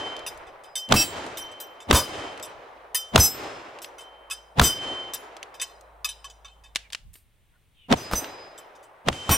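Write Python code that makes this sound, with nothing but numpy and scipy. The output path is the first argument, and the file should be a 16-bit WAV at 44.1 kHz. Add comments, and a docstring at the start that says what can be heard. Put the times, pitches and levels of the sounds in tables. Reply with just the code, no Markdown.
"""Shooting range in front of a wood: a revolver is fired at two round steel plates hung on chains.
Six reports, and the tail of one before the start: noise bursts and decaying sines crack, thump and boom.
Band-wise decaying noise rolls back from the trees. Struck plates ring as sums of decaying modes,
then swing and clank against their chains. The action clicks between shots as short noise bursts.
Behind: light air, wind and handling buffets, a low hum, far birds, one bright scuff."""
import sys
import numpy as np
from scipy import signal
from scipy.fft import rfft, irfft, next_fast_len
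from scipy.io import wavfile

SR = 44100
rng = np.random.default_rng(int(sys.argv[2]) if len(sys.argv) > 2 else 0)


def pcm_store(signal):
    """Save signal as 16-bit PCM."""
    levels = np.round(np.clip(np.atleast_2d(signal), -1, 1) * 32767)
    wavfile.write(sys.argv[1], SR, levels.astype(np.int16).T)


N = 413216


def from_db(db):
    """Decibels to amplitude gain."""
    return np.exp(np.asarray(db) * (np.log(10) / 20))


def rms_one(x):
    """Scale to unit power."""
    return x / np.sqrt(np.mean(x ** 2) + 1e-20)


def seconds(length_s):
    """Time axis of a sound."""
    return np.arange(int(length_s * SR)) / SR


def add(out, start_s, sound):
    """Mix a sound in at start_s, trimmed to the scene."""
    at = int(round(start_s * SR))
    first, last = max(at, 0), min(at + sound.shape[-1], N)
    if last > first:
        out[:, first:last] += sound[..., first - at:last - at]


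def at_hz(points, hz):
    """Read a table on a log-frequency axis."""
    points = np.array(points)
    return np.interp(np.log(hz), np.log(points[:, 0]), points[:, 1])


def wander(axis, step):
    """Random line of spread about 1, linear between new values at every step."""
    knots = np.arange(0, axis[-1] + 2 * step, step)
    return np.interp(axis, knots, rng.standard_normal(len(knots)))


def fall(t, t60, hold=0):
    """Full level for hold, then exponential decay by 60 dB per t60."""
    return from_db(-60 * np.maximum(t - hold, 0) / t60)


# stereo width, bass agrees and treble parts: f/Hz, side re mid/dB before the side_db offset
STEREO_WIDTH = [(60, -15.5), (200, -25), (380, -15.5), (700, -7), (1290, -3), (2400, -6), (4400, -8),
                (8100, 0), (15000, -10)]


def noise(spectrum, size, side_db, tilt_db=0, jagged_db=0):
    """Stereo noise of given colour and width, rms 1; jagged_db roughens the spectrum at random."""
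    padded = next_fast_len(size)
    hz = np.maximum(np.arange(padded // 2 + 1) * SR / padded, 1)
    jags = np.minimum(wander(hz, step=100), 2)
    level_db = at_hz(spectrum, hz) + tilt_db * np.log2(hz) + jagged_db * jags
    low_cut = hz / np.hypot(hz, spectrum[0][0] / 2)
    gain = from_db(level_db) * low_cut
    mid, side = gain * np.exp(2j * np.pi * rng.random((2, len(hz))))
    side = side * from_db(at_hz(STEREO_WIDTH, hz) + side_db)
    return rms_one(irfft([mid + side, mid - side], padded)[:, :size])


def burst(spectrum, t60, hold, side_db, tilt_db=0, jagged_db=0):
    """Puff of noise that holds and dies."""
    t = seconds(hold + t60)
    return noise(spectrum, len(t), side_db, tilt_db, jagged_db) * fall(t, t60, hold)


# air colour: f/Hz, level/dB per Hz (relative)
AIR_COLOUR = [(25, -11), (150, -10), (400, -17.5), (900, -20.5), (1500, -22.5), (2200, -19.5),
              (3400, -20.5), (5000, -31.5), (7500, -32), (9000, -25.5), (10500, -32), (16000, -31.5)]


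def air():
    """Steady light air: coloured noise."""
    return from_db(-69.5) * noise(AIR_COLOUR, N, side_db=-1.0)


# hum: t/s, rms level/dB
HUM_LEVEL = [(2.5, -87.5), (2.8, -67), (3.8, -76), (4.4, -61.5), (5.4, -72), (5.95, -56.5), (6.85, -57),
             (7.2, -92)]


def hum():
    """Low hum: one sine whose level follows the table."""
    t = np.arange(N) / SR
    level = from_db(np.interp(t, *np.transpose(HUM_LEVEL)))
    return level * np.sqrt(2) * np.sin(2 * np.pi * 53.8 * t)


# wind and handling on the microphone: peak t/s, half-length/s, level/dB
MIC_BUFFETS = [(0.363, 0.19, -59), (1.417, 0.079, -59), (2.58, .03, -58), (6.397, 0.55, -70),
               (7.077, .05, -49), (7.502, 0.79, -66.5)]
# rumble colour: f/Hz, level/dB per Hz (relative)
RUMBLE_COLOUR = [(20, 1), (40, 1), (90, -2), (170, -12), (300, -31), (600, -54)]


def buffets(breeze_db=-74):
    """Low rumble noise: constant breeze plus bell-shaped buffets."""
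    t = np.arange(N) / SR
    swells = [from_db(db) * np.exp(-((t - peak_s) / half_s) ** 2) for peak_s, half_s, db in MIC_BUFFETS]
    return (from_db(breeze_db) + sum(swells)) * noise(RUMBLE_COLOUR, N, side_db=12)


# far calls: t/s, length/s, start f/Hz, end f/Hz, level/dB (relative)
BIRD_CALLS = [(6.806, 0.1, 2720, 1990, -61), (7.497, 0.1, 1489, 1437, -72),
              (7.709, 0.25, 3360, 2550, -62.5)]


def birds():
    """Gliding tones multiplied by low noise: smeared by the trees."""
    out = np.zeros((2, N))
    blur_colour = [(20, 3), (150, -15), (600, -12), (3000, -80)]   # f/Hz, level/dB per Hz
    for start_s, length_s, start_hz, end_hz, db in BIRD_CALLS:
        glide_hz = np.linspace(start_hz, end_hz, int(length_s * SR))
        blur = noise(blur_colour, len(glide_hz), side_db=8)
        tone = np.sin(2 * np.pi * np.cumsum(glide_hz) / SR)
        add(out, start_s, from_db(db) * 2 * blur * np.hanning(len(glide_hz)) * tone)
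    return out


# scuff colour: f/Hz, level/dB per Hz (relative)
SCUFF_SPECTRUM = [(1500, -9.5), (4000, -7), (7500, -6), (9200, 4), (10500, -6), (12500, 4), (16000, -11)]


def scuff():
    """Brief bright hiss of something brushing past: one noise burst."""
    out = np.zeros((2, N))
    hiss = burst(SCUFF_SPECTRUM, t60=0.22, hold=0.028, side_db=-19.0, jagged_db=3.0)
    add(out, 7.133, from_db(-54) * hiss)
    return out


ONSET_S, ONSET_DB = .04, -3
STEP_S, STEP_RISE_S, STEP_DB = 0.16, 0.088, 5.5
LATE_S, LATE_DB_PER_S = 0.54, 14
FADE_S, FADE_T60_S = 2.35, .6


def echo_build(age_s):
    """Echo gain by time after the shot: rises, steps up, decays more slowly, then fades quickly."""
    step = np.clip((age_s - STEP_S) / STEP_RISE_S, 0, 1)
    late_db = LATE_DB_PER_S * np.maximum(age_s - LATE_S, 0)   # offsets part of the band decay
    db = ONSET_DB + step * (STEP_DB - ONSET_DB) + late_db
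    onset = np.clip(age_s / ONSET_S, 0, 1) ** 2
    return onset * from_db(db) * fall(age_s, FADE_T60_S, hold=FADE_S)


# echo bands: f/Hz, level/dB per Hz (relative), t60/s before each shot's length factor
WOOD_BANDS = [(45, -7, 1.0), (98, 1, 1.08), (206, -2, 0.95), (299.8, 0.5, 1.35), (626, -2.5, 2.145),
              (900, -5.5, 2.285), (1520, -10, 1.98), (3020, -10.5, 1.41), (4500, -15, 1.226),
              (8050, -17, 0.87), (11000, -27.5, 0.81), (15000, -38.5, .7)]


def wood():
    """Countless trunks scatter each report back: noise bands, each with its own decay, treble dying early."""
    t, out = np.arange(N) / SR, np.zeros((2, N))
    slow_t = t[::20]
    padded = next_fast_len(N)
    band_hz, band_db, band_t60 = np.transpose(WOOD_BANDS)
    answers = []
    for shot_s, _, _, echo_db, length in SHOT_TABLE:
        age = slow_t - shot_s
        answers.append((age, from_db(echo_db) * echo_build(age), length))
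    scatter = rfft(noise(np.c_[band_hz, band_db], N, side_db=1.5), padded)
    log_hz = np.log(np.maximum(np.linspace(0, SR / 2, scatter.shape[1]), 1))
    shared_wander_db = wander(slow_t, step=.018)
    for share, t60 in zip(np.eye(len(band_hz)), band_t60):
        band = irfft(scatter * np.interp(log_hz, np.log(band_hz), share), padded)[:, :N]
        power = sum((answer * fall(age, t60 * length)) ** 2 for age, answer, length in answers)
        # the echo's level wavers at random, partly alike in all bands
        waver = from_db(shared_wander_db + wander(slow_t, step=.035))
        out += band * np.interp(t, slow_t, np.sqrt(power) * waver)
    return out + dull_roll()


def dull_roll():
    """The trees return one dull roll per shot: a hump of low noise."""
    out = np.zeros((2, N))
    colour = [(150, -42), (260, 2.0), (380, 0.5), (520, -4.0), (1100, -9.5),
              (2500, -17), (7000, -53), (16000, -80)]   # f/Hz, level/dB per Hz
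    for shot_s, _, _, echo_db, _ in SHOT_TABLE:
        roll = noise(colour, int(.22 * SR), side_db=-14)
        add(out, shot_s + .2, from_db(echo_db - 10) * roll * np.hanning(roll.shape[1]))
    return out


# dry clicks, mostly hammer, pawl and cylinder: t/s, level/dB, treble tilt/dB per octave
ACTION_CLICKS = [(0.1655, -37, 2), (.1921, -40, 2), (.375, -48, 11), (.889, -37.5, 6), (1.264, -39, 4),
                 (2.376, -40, 1), (2.398, -37.5, 0), (3.7873, -40, -0.5), (3.845, -32.5, 1.5),
                 (5.367, -39.5, 3.5), (5.429, -31, 1), (5.8099, -49.5, 12), (6.75, -36.5, 4.5),
                 (6.7581, -15.5, 0), (6.766, -26.5, 2), (6.9025, -44.5, 0), (6.924, -35.5, 5),
                 (6.9314, -26, 3.5), (6.948, -24.5, -0.5), (7.1394, -47.5, 15), (7.1551, -45.5, -4.5),
                 (8.2433, -31, -3.5), (9.1278, -31.5, -2.5)]
# click colour: f/Hz, level/dB per Hz (relative)
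ACTION_COLOUR = [(150, -52), (250, -26), (1310, -16), (1670, -8.5), (2440, -9), (2860, -4), (3840, -9.5),
                 (8400, -20.5), (10400, -27), (11900, -33.5), (16000, -45)]


def action(tail_db=-31.5, tail_t60_s=0.25):
    """Lockwork clicks: short noise bursts, each with a faint wide outdoor tail."""
    out = np.zeros((2, N))
    for start_s, db, tilt_db in ACTION_CLICKS:
        click = burst(ACTION_COLOUR, t60=0.022, hold=0.0011, side_db=-2.5, tilt_db=tilt_db)
        tail = burst(ACTION_COLOUR, tail_t60_s, hold=.03, side_db=2.0, tilt_db=tilt_db, jagged_db=-2.0)
        add(out, start_s, from_db(db) * click)
        add(out, start_s, from_db(db + tail_db) * tail)
    return out


def plate_ring(modes, levels_db, hold, length, attack, pan_db, flutter_db, wobble_hz,
               after_db=-60, after_length=1, bloom=.0002, ear_lag_cycles=0.022):
    """Decaying modes with a quiet after-ring; the jerking plate makes each waver in level and pitch."""
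    stretch = max(length, after_length)
    time = seconds(min(hold + stretch * max(m[1] for m in modes), 1.5))
    out = np.zeros((2, len(time)))
    for (hz, t60, *_), db in zip(modes, levels_db):
        t = time[:max(int((hold + t60 * stretch) * SR), 2)]
        wobble = wobble_hz * np.cumsum(wander(t, step=.008)) / SR
        cycles = hz * t + rng.random() + wobble
        lag = ear_lag_cycles * rng.normal() * np.array([[0], [1]])
        slow = t[::20]
        after_ring = from_db(after_db) * fall(slow, t60 * after_length)
        level = np.maximum(fall(slow, t60 * length, hold), after_ring)
        level = level * (1 - np.exp(-slow / (bloom * (0.082 + rng.random()))))   # modes swell unequally
        level = np.interp(t, slow, level * from_db(flutter_db * wander(slow, step=.014)))
        pan = from_db(db + pan_db * rng.normal() * np.array([[1], [-1]]))
        out[:, :len(t)] += pan * (np.sin(np.float32(2 * np.pi * (cycles + lag))) * level)
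    return out * (1 - np.exp(-time / attack))


# clear notes of the plates: name, f/Hz
CLEAR_NOTE_HZ = {"low": 3104, "mid": 5002, "high": 5181}
TURN_DIPS_PER_S, TURN_DIP_DB = 3.7, 2


def plate_note(note, swell, hold, t60, split_hz=11, partner_db=-15, right_lead=.4):
    """Clear note swells, holds, dies; dips as the plate turns edge-on; a split partner mode beats with it."""
    t = seconds(hold + t60)
    phase = 2 * np.pi * (CLEAR_NOTE_HZ[note] * t + rng.random())
    main = np.sin(phase + np.array([[0], [right_lead]]))   # lead/rad
    partner = from_db(partner_db) * np.sin(phase - 2 * np.pi * split_hz * t)
    turning = from_db(-TURN_DIP_DB * np.sin(np.pi * TURN_DIPS_PER_S * t) ** 2)
    envelope = (1 - np.exp(-t / swell)) * fall(t, t60, hold)
    return np.sqrt(2) * (main + partner) * turning * envelope


TAUT_RING, SLACK_RING = 0.34, 0.82   # t60 factor on a taut and a slack chain
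# links' grinding: dB in a medium knock, dB per dB of force; jingle re grinding
RATTLE_DB, RATTLE_FOLLOWS, JINGLE_DB = -42, 0.9, -14
# links' colour: f/Hz, level/dB per Hz (relative)
RATTLE_COLOUR = [(500, -25.5), (1000, 10), (3000, 9), (8000, 6.5), (12000, -16.5), (16000, -13.5)]


def knock(db, tilt_db, slack, detune=0.0027, after_db=-15, medium_db=-35, choke=.24, rattle_tilt_share=0.18):
    """Links knock the lug; the chain chokes a hard knock, a soft one rings on. Gives ring, grinding, jingle."""
    hz, t60, lug_db = np.array(UPPER_MODES)[:, [0, 1, -1]].T
    shape = from_db(lug_db + tilt_db * np.log2(hz) + rng.normal(0, 3.8, len(hz)))
    shape_db = 20 * np.log10(shape / np.sqrt(np.sum(shape ** 2)))
    loaded = np.c_[hz * (1 + detune * rng.standard_normal(len(hz))), t60]
    force_db = db - medium_db
    length = TAUT_RING + slack * (SLACK_RING - TAUT_RING)
    ring = plate_ring(loaded, db + shape_db, 0.011, length, attack=0.00022, pan_db=-0.8,
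                      flutter_db=6.5, wobble_hz=20,
                      after_db=min(after_db - choke * force_db, 0), after_length=1.6)
    links = from_db(RATTLE_DB + RATTLE_FOLLOWS * force_db)
    rattle = burst(RATTLE_COLOUR, t60=.09, hold=.008, side_db=-24,
                   tilt_db=rattle_tilt_share * tilt_db, jagged_db=10.5)
    grinding = from_db(2.2 * wander(np.arange(rattle.shape[1]) / SR, step=.0027))
    jingle = from_db(JINGLE_DB) * burst(RATTLE_COLOUR, t60=.47, hold=.0072, side_db=3.0, jagged_db=10.5)
    return ring, links * rattle * grinding, links * jingle


REBOUND_DB = -9   # re first touch
KNOCK_NOTE_DB, TAUT_NOTE_LOSS_DB = -2, 19.5   # re knock at full slack; loss as slack goes to 0
KNOCK_NOTE_SWELL_S, KNOCK_NOTE_T60_S = .012, 1.25   # t60 at full slack
# knocks: t/s, level/dB, treble tilt/dB per octave, chain slack/0-1 (clipped to .1-1), rebound delay/s, note
CHAIN_CLANKS = [(0.2639, -31.5, 4, 0.3, .011, "low"), (.468, -55.5, -3, .4, 0.0072, "low"),
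                (0.6363, -52.5, 0, 0.8, .008, "mid"), (0.7548, -28.5, 7.5, 0.89, .023, "low"),
                (1.3718, -33.5, 8, 0.93, .008, "low"), (1.515, -59, 1, 0.3, .01, "mid"),
                (1.601, -37, 13, 0.7, .01, "low"), (1.803, -46, -2, 0.4, 0.014, "mid"),
                (2.4262, -37, 3, 0.5, .02, "low"), (2.946, -18.5, 11.5, 0.61, 0.0059, "low"),
                (3.8183, -39.5, 7.5, 0.36, 0.017, "low"), (3.983, -44.5, 1.5, 0.97, 0.023, "low"),
                (4.3, -37, 0, 0, 0.0071, "low"), (4.3093, -31, 2.5, 0.57, 0.014, "low"),
                (5.1354, -30, 8.5, 0.1, 0.0095, "mid"), (5.542, -45.5, -4, 0, 0.008, "mid"),
                (5.5982, -36, -5.5, 0, 0.006, "mid"), (5.6147, -26, 3.5, 0.14, 0.0058, "mid"),
                (6.0453, -24.5, 1, .25, .044, "low"), (6.2435, -40, -4, .45, .056, "low"),
                (6.4468, -43, -10.5, 0.58, 0.035, "low"), (6.6376, -50.5, -6, 0.3, .02, "mid"),
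                (8.5775, -46.5, 4, 0, .01, "low"), (8.7524, -58, 0, 0.2, 0.0088, "mid"),
                (8.828, -59, 4, .4, .01, "mid")]


def chains():
    """Each swing ends in a knock and a weaker rebound; the slacker the chain, the longer the plate sings."""
    out = np.zeros((2, N))
    for start_s, db, tilt_db, slack, rebound_s, note in CHAIN_CLANKS:
        slack = np.clip(slack, .1, 1)
        for at_s, force_db in ((start_s, db), (start_s + rebound_s, db + REBOUND_DB)):
            for part in knock(force_db, tilt_db, slack):
                add(out, at_s, part)
        note_db = db + KNOCK_NOTE_DB - TAUT_NOTE_LOSS_DB * (1 - slack)
        sung = plate_note(note, KNOCK_NOTE_SWELL_S, 0, KNOCK_NOTE_T60_S * slack ** 2)
        add(out, start_s, from_db(note_db) * sung)
    return out


# plate rings from bullet strikes; the last two strikes are each heard twice, first faint, then loud:
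# t/s, plate, spot, ring level/dB, ring hold/s, lead splash level/dB, lingering ring level/dB,
# note, note level/dB, note hold/s
BULLET_HITS = [(-.29, "upper", 0, 0, .03, -28, -5.5, "low", -36, 0.41),
               (.959, "lower", 0, 0.5, .066, -28, -8, "low", -37, 0.079),
               (1.947, "upper", 0, 0.5, 0.027, -19.5, -12.5, "low", -47, 0.35),
               (3.196, "lower", 1, 2, 0.066, -33, -8, "high", -55.5, 0.37),
               (4.634, "upper", 1, 3.5, 0.041, -28.5, -9, "low", -34, 0.39),
               (7.969, "lower", 2, -20.5, .052, -52.5, -15, "mid", -43, 0.11),
               (8.153, "lower", 2, 1.5, 0.032, -56, -1.5, "mid", -51.5, 0.29),
               (9.128, "upper", 1, -40, .033, -62, -18.5, "low", -38.5, 0.18),
               (9.31, "upper", 2, -1, .031, -24, -6.5, "low", -45, .1)]
# lower plate modes: f/Hz, t60/s before length factor, level/dB struck at spot 0, 1, 2
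LOWER_MODES = [(2632, 0.073, -26, -40.5, -63), (3110, 0.21, -23.5, -45.5, -70.5),
               (3900, .25, -41.5, -53, -59), (3970, 0.23, -36, -46, -41.5), (4675, .25, -32.5, -53.5, -56),
               (5010, 0.13, -29.5, -36.5, -40), (5164, 0.24, -43.5, -24, -50),
               (5600, 0.072, -20.5, -46.5, -54), (6030, 0.12, -42.5, -20, -27),
               (6410, .2, -47.5, -42.5, -42), (7540, 0.33, -30.5, -31.5, -47), (7730, .25, -32, -31, -54),
               (8091, .2, -50.5, -66.5, -41), (8670, .3, -33.5, -35, -42.5), (9350, 0.15, -34, -31.5, -47),
               (10190, .25, -48.5, -38.5, -44), (11470, 0.18, -37.5, -28, -39),
               (11700, 0.18, -37.5, -34.5, -48), (12040, 0.35, -43, -27.5, -42),
               (13900, 0.32, -54, -51.5, -42), (14910, .22, -36, -33.5, -52), (15650, .25, -35, -43, -53)]
# upper plate modes: f/Hz, t60/s before length factor, level/dB struck at spot 0, 1, 2, level/dB at chain lug
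UPPER_MODES = [(1100, 0.1, -39.5, -46.5, -28, -14.5), (1674, 0.21, -49.5, -49.5, -45, -17),
               (2580, 0.15, -33.5, -46, -30, -4.5), (3070, 0.4, -29, -27.5, -22, -5),
               (3590, 0.22, -28.5, -38, -31, -2.5), (3950, 0.58, -45.5, -59.5, -48, -18),
               (5030, 0.3, -42, -40.5, -68, -18), (5005, 0.33, -26.5, -29, -48, -7.5),
               (5190, 0.32, -57, -40.5, -62, -11.5), (5760, 0.43, -46.5, -39.5, -25.5, -16.5),
               (5982, 0.19, -25, -25.5, -32, -3.5), (6670, 0.15, -55, -44.5, -50, -14),
               (7820, 0.13, -28, -36, -36, -8), (7650, 0.2, -45, -28, -33, -11.5),
               (8550, 0.071, -51.5, -42, -48, -14.5), (8740, 0.29, -35.5, -35, -26, -15.5),
               (9330, 0.11, -50, -50.5, -48, -8), (10280, 0.12, -50, -45.5, -50, -12.5),
               (10540, 0.22, -35.5, -39, -49, -14), (11970, 0.1, -49.5, -44, -22, -19),
               (13000, .14, -50, -37, -48, -17), (11720, .14, -43, -50, -46, -13.5),
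               (13700, .22, -39.5, -31.5, -46, -17.5), (14750, 0.12, -48.5, -45, -32, -30.5),
               (15350, .15, -59, -48, -41, -22.5)]
# lead splash colour: f/Hz, level/dB per Hz (relative)
SPLASH_COLOUR = [(100, -1.5), (400, 1.5), (1100, 5.5), (2500, -6), (6000, -3.5), (10000, -4), (15500, -10)]


def strikes(dulling_db_per_khz=3.0):
    """The bullet splashes; the plate rings loudly, then lingers in modes near 3 kHz and its clear note."""
    out = np.zeros((2, N))
    for start_s, plate, spot, ring_db, hold, splash_db, linger_db, note, note_db, note_hold in BULLET_HITS:
        modes = LOWER_MODES if plate == "lower" else UPPER_MODES
        hz, shape_db = np.array(modes)[:, 0], np.array(modes)[:, 2 + spot]
        dulling_db = dulling_db_per_khz * np.abs(hz - 3000) / 1000
        ring = plate_ring(modes, shape_db + ring_db, hold, length=0.75, attack=0.0017, pan_db=1,
                          flutter_db=3.5, wobble_hz=14, bloom=0.0043)
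        linger = plate_ring(modes, shape_db + linger_db - dulling_db, 0, length=3.3, attack=0.01,
                            pan_db=3.5, flutter_db=2.0, wobble_hz=11)
        clear = plate_note(note, swell=.035, hold=note_hold, t60=.5)
        splash = burst(SPLASH_COLOUR, t60=.2, hold=hold, side_db=-24, jagged_db=5.5)
        add(out, start_s, ring)
        add(out, start_s, linger)
        add(out, start_s, from_db(note_db) * clear)
        add(out, start_s, from_db(splash_db) * splash)
    return out


def shock(length_s):
    """Pressure wave at the front of a blast: N-shaped ramp, smoothed by a one-pole lowpass."""
    ramp = np.linspace(-1, 1, int(length_s * SR))
    return signal.lfilter([.5], [1, -.5], np.r_[ramp, np.zeros(20)])


# blast as it sounds beside the plates: t/s, slap level/dB, thump level/dB
PLATE_THUMPS = [(0.9399, -12.5, -19), (1.928, -10, -17), (3.1776, -9.5, -18), (4.6145, -9.5, -18.5),
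                (8.113, -22, -40), (8.1221, -30, -28.5), (8.1343, -14, -34), (9.2925, -17.5, -18.5)]
# colours: f/Hz, level/dB per Hz (relative)
SLAP_COLOUR = [(200, -2), (700, -4), (1050, 6), (1350, 1.5), (2000, -15), (4000, -16), (9000, -25.5),
               (16000, -27.5)]
THUMP_COLOUR = [(20, -4.5), (45, -3.5), (78, 2.5), (140, -7), (250, -8), (500, -14.5), (1000, -19),
                (2000, -21.5), (5000, -25), (16000, -32)]


def thumps():
    """The blast downrange: a short slap burst over a longer low thump."""
    out = np.zeros((2, N))
    for start_s, slap_db, thump_db in PLATE_THUMPS:
        add(out, start_s, from_db(slap_db) * burst(SLAP_COLOUR, t60=0.016, hold=0.0014, side_db=-13.5))
        add(out, start_s, from_db(thump_db) * burst(THUMP_COLOUR, t60=.17, hold=.018, side_db=-19))
    return out


# shots, the first before the start: t/s, crack level/dB, swell level/dB (relative),
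# echo level/dB (relative), echo t60 factor
SHOT_TABLE = [(-.33, -20, -30, -26.5, 0.95), (0.9227, -5, -18, -30.5, 1.053),
              (1.9103, -6.5, -21, -29.5, 1.016), (3.1588, -2.5, -19.5, -30.5, 1.024),
              (4.596, -4, -19, -30.5, 1.038), (7.925, -12.5, -15, -32.5, 1.0),
              (9.085, -11.5, -24.5, -34.5, 1.7)]
# low blast resonances: f/Hz, t60/s, level/dB re crack (relative), delay after crack/s
BOOM_MODES = [(240.2, 0.13, -14.5, -.009), (130.4, 0.21, -16.5, -0.0047), (75, 0.12, -17.5, .02)]
# colours: f/Hz, level/dB per Hz (relative)
CRACK_COLOUR = [(120, -40), (200, -2.5), (851, -2), (1710, -4), (2210, -10), (2610, -5), (3490, -2.5),
                (4430, -12), (5840, -13), (7830, -18), (14900, -44), (16000, -44)]
SWELL_COLOUR = [(35, -17), (70, 0), (135, 2.5), (200, 0.5), (245, 6), (320, -7), (450, -6.5), (710, -3.5),
                (1040, -8.5), (1400, -21.5), (3250, -22.5), (5000, -36), (14000, -47.5)]


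def reports(rise_s=0.063, sink_s=0.03, tick_lead_s=(.0115, .023), tick_db=(-10, -22)):
    """A dull stuttering swell peaks in the muzzle crack: burst plus shock wave, with booming sines."""
    out, t, lead_s = np.zeros((2, N)), seconds(.25), .04
    rise = fall(lead_s - t, rise_s, hold=0.0085)
    sink = fall(t - lead_s, sink_s, hold=0.016)
    swell = np.minimum(rise, sink)
    for start_s, crack_db, swell_db, *_ in SHOT_TABLE:
        dull = np.tanh(noise(SWELL_COLOUR, len(t), side_db=5.0)) * 2.12
        add(out, start_s - lead_s, from_db(swell_db - 2.5) * swell * dull)
        for early_s, db in zip(tick_lead_s, tick_db):
            tick = burst(CRACK_COLOUR, t60=.02, hold=0.0042, side_db=-6.5)
            add(out, start_s - early_s, from_db(swell_db + db) * tick)
        crack = burst(CRACK_COLOUR, t60=.011, hold=.0028, side_db=-2.5)
        add(out, start_s, from_db(crack_db) * crack)
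        add(out, start_s, from_db(crack_db + 3.5) * shock(0.0011))
        for hz, t60, db, delay_s in BOOM_MODES:
            boom = np.sin(2 * np.pi * hz * t) * fall(t, t60)
            add(out, start_s + delay_s, from_db(crack_db + db + 3.0) * boom)
    return out


def scene():
    """The whole range, background to reports."""
    background = air() + hum() + buffets() + birds() + scuff()
    return background + wood() + action() + chains() + strikes() + thumps() + reports()


def record(dry, top=0.88, cutoff_hz=16000):
    """Loud peaks overload the input softly (tanh); a steep lowpass cuts the top."""
    lowpass = signal.ellip(10, .1, 80, cutoff_hz, fs=SR, output="sos")
    return signal.sosfilt(lowpass, top * np.tanh(dry / top))


dry = scene()
out = record(dry)
pcm_store(out)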